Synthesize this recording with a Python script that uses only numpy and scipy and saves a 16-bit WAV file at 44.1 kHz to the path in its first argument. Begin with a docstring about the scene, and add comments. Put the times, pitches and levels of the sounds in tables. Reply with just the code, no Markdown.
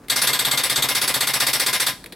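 """Outdoors, over the open engine bay of a car whose flat battery fails to crank it. The starter solenoid
chatters about 15 times a second: its plunger slams in, the voltage collapses, it drops back with a thud
and rebounds, ringing the housing. A faint rustle and a relay tick come just before; after the last
clack the bay rings out and three small relay clicks sound over a faint outdoor rumble."""
import sys
import numpy as np
from scipy import signal
from scipy.fft import rfft, irfft, next_fast_len
from scipy.io import wavfile
from scipy.ndimage import uniform_filter1d

SR = 44100
rng = np.random.default_rng(int(sys.argv[2]) if len(sys.argv) > 2 else 0)


def transcribe(u):
    """Save the signal u as a 16-bit wav file named by the first command-line argument.

    u: samples, shape (n,) or (channels, n), limited to [-1, 1]; the rate is SR.
    q: integer samples, one column per channel.
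    """
    v = np.clip(np.atleast_2d(u).T, -1, 1)
    q = np.round(v * 32767).astype(np.int16)
    wavfile.write(sys.argv[1], SR, q)


N = 94815
HIT_N = 12000
HIT_TIME_S = (np.arange(HIT_N) - SR // 100) / SR  # contact at 0, 10 ms in


def amp(db):
    """Decibels to gain."""
    return 10 ** (np.asarray(db) / 20)


def unit_rms(x):
    """Scale to rms 1."""
    return x / np.sqrt(np.mean(x ** 2) + 1e-20)


def curve(points, hz):
    """Interpolate (freq_hz, value) points on a log frequency axis."""
    freq_hz, values = np.transpose(points)
    return np.interp(np.log(hz + 1), np.log(freq_hz + 1), values)


def filtered(x, response):
    """Apply the gain response(hz)."""
    n = x.shape[-1]
    padded = next_fast_len(n + 2048)
    return irfft(rfft(x, padded) * response(np.fft.rfftfreq(padded, 1 / SR)), padded)[..., :n]


def envelope(rise_s, t60_s):
    """Quick swell around the contact, then exponential decay."""
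    swell = (1 + np.tanh(HIT_TIME_S / rise_s / 2)) / 2
    return swell * amp(-60 * np.maximum(HIT_TIME_S, 0) / t60_s)


def add_hit(out, at_s, hit):
    """Mix in a hit with its contact at at_s."""
    i = max(0, round((at_s + HIT_TIME_S[0]) * SR))
    out[:, i:i + HIT_N] += hit[:, :max(0, N - i)]


# stereo width, side relative to mid: freq_hz, side_db
WIDTH = [(100, -30), (400, -18.5), (750, -13), (2000, -12), (3500, -11), (6000, -7), (9000, -12),
         (13000, -25)]

def noise(spectrum, n=HIT_N):
    """Coloured stereo noise, rms 1."""
    def response(hz):
        mid_db = curve(spectrum, hz)
        return amp([mid_db, mid_db + curve(WIDTH, hz)])
    mid, side = filtered(rng.standard_normal((2, n)), response)
    return unit_rms(np.array([mid + side, mid - side]))


# outdoor background spectrum: freq_hz, relative_db
OUTDOOR_SPECTRUM = [(25, -27), (46, -3.5), (65, -12.5), (120, -9), (200, -7.5), (290, -6.5), (450, -15),
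                    (1200, -22), (3000, -36), (8000, -38), (15800, -41)]

def outdoor_rumble():
    """Faint, steady low noise of the open air."""
    return amp(-46.5) * noise(OUTDOOR_SPECTRUM, N)


# engine bay reverberation: freq_hz, t60_s
BAY_DECAY = [(100, 0.25), (900, .6), (1900, 0.45), (4000, 0.55), (8000, 0.53), (15000, 0.34)]

def bay_reverb(source):
    """The bay rings on, longest in the middle of the spectrum."""
    white = noise([(20, 0), (20000, 0)])
    hz, t, bands = signal.stft(white, SR, nperseg=256)
    decay = amp(-60 * t / curve(BAY_DECAY, hz)[:, None])
    _, tail = signal.istft(bands * decay, SR, nperseg=256)
    return signal.fftconvolve(source, tail / np.linalg.norm(tail[0]), axes=1)[:, :N]


# rustle spectrum: freq_hz, relative_db
RUSTLE_SPECTRUM = [(100, -13), (350, 2), (900, -12), (1400, -1), (2500, -13), (9000, -28), (15800, -39)]

def rustle():
    """One soft, short burst of noise before the chatter."""
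    out = np.zeros((2, N))
    burst = amp(-44) * envelope(rise_s=0.0044, t60_s=0.11) * noise(RUSTLE_SPECTRUM)
    add_hit(out, at_s=0.038, hit=burst)
    return out


# relay switchings: start_s, click_db, ring_hz, t60_s, knock_db
RELAY_CLICKS = [(0.0836, -29.5, 2190, 0.039, -55), (2.0416, -29, 4020, 0.021, -36),
                (2.0603, -31, 2470, 0.043, -39), (2.123, -31.5, 4000, 0.062, -34)]
# click and knock spectra: freq_hz, relative_db
CLICK_SPECTRUM = [(200, -15), (1000, -15), (1900, -2.5), (2900, -8), (4200, -7), (6500, -21.5),
                  (10000, -7.5), (15800, -20)]
KNOCK_SPECTRUM = [(40, -14), (200, -5), (450, 3), (600, -1), (900, -13), (3000, -40)]

def relays(ring_db=5.5, ring_width_oct=0.3, knock_delay_s=0.0065):
    """Each relay gives a sharp click with one resonance, then a dull knock."""
    out = np.zeros((2, N))
    for start_s, click_db, ring_hz, t60_s, knock_db in RELAY_CLICKS:
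        resonance = lambda hz: amp(ring_db * np.exp(-(np.log2((hz + 1) / ring_hz) / ring_width_oct) ** 2))
        click = envelope(rise_s=0.00027, t60_s=t60_s) * unit_rms(filtered(noise(CLICK_SPECTRUM), resonance))
        knock = envelope(rise_s=0.001, t60_s=0.05) * noise(KNOCK_SPECTRUM)
        add_hit(out, start_s, amp(click_db) * click)
        add_hit(out, start_s + knock_delay_s, amp(knock_db) * knock)
    return out


def clatter(spectrum, shape):
    """Dense ring of a metal assembly: noise that follows the spectrum closely once enveloped by shape."""
    ring = noise(spectrum)
    target = amp(curve(spectrum, np.fft.rfftfreq(HIT_N, 1 / SR)))
    for _ in range(4):
        power = uniform_filter1d(np.abs(rfft(ring.mean(0) * shape)) ** 2, size=70)
        ring = irfft(rfft(ring) * target / np.sqrt(np.abs(power) + 1e-9), HIT_N)
    return ring * np.sqrt(np.mean(shape ** 2) / np.mean((ring * shape) ** 2))


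# random spectral ripple per contact: freq_hz, std_db
RIPPLE = [(500, .5), (3000, 1.2), (8000, 2.2), (14000, 2.4)]
# spectral weights of a cycle's treble_db and bite_db: freq_hz, weight
TREBLE_WEIGHT = [(5000, 0.5), (7000, -0.03), (8400, -0.1), (9900, 2.27), (11200, 1.8), (12700, -0.96),
                 (14500, 2.1)]
BITE_WEIGHT = [(2600, -0.5), (3300, 1.5), (3900, 0), (4500, 0), (5100, -1.45), (7200, -0.2), (7900, 0)]

def contacts(times_s, levels_db, trebles_db, bites_db, spectrum, shape, repeat_share, ripple_step_hz=700):
    """One hit per cycle: the same parts meet, never quite alike, so the clatter only partly repeats."""
    out = np.zeros((2, N))
    repeated = np.sqrt(repeat_share) * clatter(spectrum, shape)
    knots_hz = np.arange(0, SR / 2, ripple_step_hz)
    for at_s, level_db, treble_db, bite_db in zip(times_s, levels_db, trebles_db, bites_db):
        fresh = np.sqrt(1 - repeat_share) * noise(spectrum)
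        ripple_db = curve(RIPPLE, knots_hz) * rng.standard_normal(len(knots_hz))
        tint = lambda hz: amp(treble_db * curve(TREBLE_WEIGHT, hz) + bite_db * curve(BITE_WEIGHT, hz)
                              + np.interp(hz, knots_hz, ripple_db))
        add_hit(out, at_s, amp(level_db) * filtered(shape * (repeated + fresh), tint))
    return out


def ringing(times_s, levels_db, modes, rise_s, scatter_db=3.26):
    """Struck modes: decaying sines whose levels scatter from hit to hit."""
    out = np.zeros((2, N))
    waves = np.array([amp(db) * envelope(rise_s, t60_s) * np.sin(2 * np.pi * (hz * HIT_TIME_S + rng.random()))
                      for hz, db, t60_s in modes])
    for at_s, level_db in zip(times_s, levels_db):
        gains = amp(level_db + scatter_db * rng.standard_normal(len(modes)))
        add_hit(out, at_s, (gains @ waves)[None])
    return out


# thud spectrum: freq_hz, relative_db
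THUD_SPECTRUM = [(50, -12), (95, -40), (128, 0), (190, -8), (270, -1.5), (340, -7), (500, -4.5), (1200, -3),
                 (4000, -47)]
# engine mount mode: pitch_hz, relative_db, t60_s
MOUNT_MODES = [(126, -42.5, .14)]

def thud(cycle_s, gain_db, treble_db, bite_db, delay_s=0.021, rise_s=0.0018):
    """The returning plunger lands with a thud; the engine mount booms under it."""
    impact = contacts(cycle_s + delay_s, gain_db - 37.5, treble_db, bite_db,
                      THUD_SPECTRUM, envelope(rise_s, t60_s=0.19), repeat_share=0.47)
    boom = ringing(cycle_s + delay_s, gain_db / 2, MOUNT_MODES, rise_s)
    return impact + boom


# drop-out and rebound spectra: freq_hz, relative_db
DROP_SPECTRUM = [(80, -30), (250, -46), (520, -0.5), (900, -3), (1150, -10.5), (1500, -7.5), (2050, 3),
                 (2700, 1.5), (3700, 2), (4500, -6.5), (5500, 3), (6500, -28), (8000, -37), (12400, -1),
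                 (15800, -30)]
REBOUND_SPECTRUM = [(200, -34), (1500, -3), (3600, 3), (5500, 2.5), (12000, -3), (15800, -21)]
# starter housing modes: pitch_hz, relative_db, t60_s
HOUSING_MODES = [(500, -40, .13), (807, -42.5, .24), (1020, -33.5, .17), (1207, -37, .15), (1403, -38, .15),
                 (1629, -32.5, .21), (1806, -35, .18), (1969, -35, .17), (2010, -34, .16), (2121, -31, .19),
                 (3328, -35, .15), (3730, -33, .14), (4369, -35, .17), (4608, -37, .16), (4960, -37, .16)]

def drop_out(cycle_s, gain_db, treble_db, bite_db, delay_s=0.0195, rise_s=0.0039, rebound_delay_s=0.0338):
    """The voltage collapses: the plunger falls back, rings the housing and rebounds once."""
    drop = contacts(cycle_s + delay_s, gain_db - 23.5, treble_db, bite_db,
                    DROP_SPECTRUM, envelope(rise_s, t60_s=0.15), repeat_share=0.47)
    rebound = contacts(cycle_s + rebound_delay_s, gain_db - 28, treble_db, bite_db,
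                       REBOUND_SPECTRUM, envelope(rise_s=0.00017, t60_s=0.032), repeat_share=0.47)
    housing = ringing(cycle_s + delay_s, gain_db - 2.5, HOUSING_MODES, rise_s)
    return drop + rebound + housing


# slam and seating snap spectra: freq_hz, relative_db
SLAM_SPECTRUM = [(60, -39), (160, -12), (400, -3.5), (700, -8), (1100, -0.5), (1500, 2.5), (2050, 3.5),
                 (2550, -1.5), (3000, -7), (3600, 7), (4000, 2.5), (4450, 5.5), (5200, 0.5), (6000, -1.5),
                 (7200, -3), (7650, -1), (7950, 4.5), (8550, 0.5), (9000, -9), (9750, -1), (10300, -4),
                 (11300, -7), (12400, 0.5), (13600, -5.5), (15800, -20.5)]
SNAP_SPECTRUM = [(300, -54), (2500, -6), (3600, -5), (4500, -0.5), (6500, -12), (8200, 5), (8900, 9),
                 (9800, 2), (11300, -7), (12800, 12.5), (14000, -10), (15800, -10)]
# plunger modes: pitch_hz, relative_db, t60_s
PLUNGER_MODES = [(3235, -30, .1), (3372, -29, .08), (3618, -24, .08), (3812, -31, .15), (3932, -34, .14),
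                 (4490, -32, .09), (8005, -36, .11), (9692, -31, .1), (9865, -32, .07), (10585, -35, .11),
                 (12365, -38, .06)]

def pull_in(cycle_s, gain_db, treble_db, bite_db, delay_s=0.001182, rise_s=0.0012, snap_delay_s=0.0035):
    """The plunger slams in, rings and seats with a hard, bright snap."""
    slam = contacts(cycle_s + delay_s, gain_db - 16.5, treble_db, bite_db,
                    SLAM_SPECTRUM, envelope(rise_s, t60_s=0.16), repeat_share=0.75)
    snap = contacts(cycle_s + snap_delay_s, gain_db - 24, treble_db, bite_db,
                    SNAP_SPECTRUM, envelope(rise_s=0.00027, t60_s=0.094), repeat_share=0.75)
    plunger = ringing(cycle_s + delay_s, gain_db + bite_db - 5.5, PLUNGER_MODES, rise_s)
    return slam + snap + plunger


# solenoid cycles, levels relative: start_s, pull_db, drop_db, treble_db, thud_db, bite_db
CYCLES = [(0.098, 1.7, 2.3, -1, 6.5, 4), (0.159, -0.9, 2.5, 1, 2.5, -3),
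          (0.2156, -1.2, 2.5, 4.5, 3.5, -1.5), (0.2707, 2.5, 3.5, 0, 13, 1.8),
          (0.33, 1.1, 1.5, 0, 7.5, 2.8), (0.3899, 1.6, 1.3, 0, 7.5, 3.3), (0.4486, 1, 3, 0.4, 11.5, 4.5),
          (0.5112, 0.8, 3, 0.5, 11.5, 3.5), (0.5732, 1.5, 2.5, 1, 4.5, 1.6), (0.6343, -1.3, 1, 4, 3.5, 0.7),
          (0.696, -1.5, 1.7, 3.5, 7, 1.5), (0.758, 2, 2, -0.5, 13.5, 3), (0.8221, 2, 2, -1, 13, 5.5),
          (0.886, -1.1, 2, 3.5, 5, -0.1), (0.9492, -0.6, 3.5, 3.4, 4.5, 0.0), (1.014, -1.8, 3, 4.5, 6, 0),
          (1.076, -1, 1.8, 3.5, 8, 0.8), (1.14, 0.2, 1.3, 2.6, 9, 1.2), (1.206, 0.3, 2.5, 2, 6.5, 2),
          (1.2701, -1.0, 2.6, 3, 4.5, 0.5), (1.3355, -1.2, 2, 4, 5, -1.1), (1.4008, 0, 5, 3.1, 6.3, -1.1),
          (1.4657, 0.7, 3.5, 2.8, 6.5, 0.5), (1.531, 0, 2.5, 2.8, 4.5, -0.6),
          (1.5965, -0.1, 2.6, 3.4, 5, -0.5), (1.662, -0.4, 3.7, 3.1, 6, 0.8),
          (1.7287, -1, 4.4, 3, 0.1, -1.3), (1.7987, 0, 3, 2.5, 1, -0.2), (1.8644, 0.7, 2, 2.3, 3, 0.7)]

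def solenoid(drop_jitter_s=0.0009):
    """The flat battery cannot hold the plunger in, so it pulls in and drops out over and over."""
    start_s, pull_db, drop_db, treble_db, thud_db, bite_db = np.transpose(CYCLES)
    jittered_s = start_s + drop_jitter_s * rng.standard_normal(len(start_s))
    return (pull_in(start_s, pull_db, treble_db, bite_db)
            + drop_out(jittered_s, drop_db, treble_db, bite_db / 2)
            + thud(jittered_s, thud_db, treble_db, bite_db / 2))


# stereo balance of the car: freq_hz, left_minus_right_db
BALANCE = [(100, 0.2), (400, 0.5), (750, 2.5), (2000, 2), (5500, 1.5), (9000, 0)]

def scene():
    """The starter sits deep in the bay, slightly left, over the outdoor rumble."""
    car = solenoid() + relays() + rustle()
    car = car + amp(-16.5) * bay_reverb(car)
    pan = lambda hz: amp(np.outer([0.5, -0.5], curve(BALANCE, hz)))
    return filtered(car, pan) + outdoor_rumble()


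def record(dry, cutoff_hz=15950):
    """Brick-wall low-pass."""
    return filtered(dry, lambda hz: hz < cutoff_hz)


dry = scene()
out = record(dry)
transcribe(out)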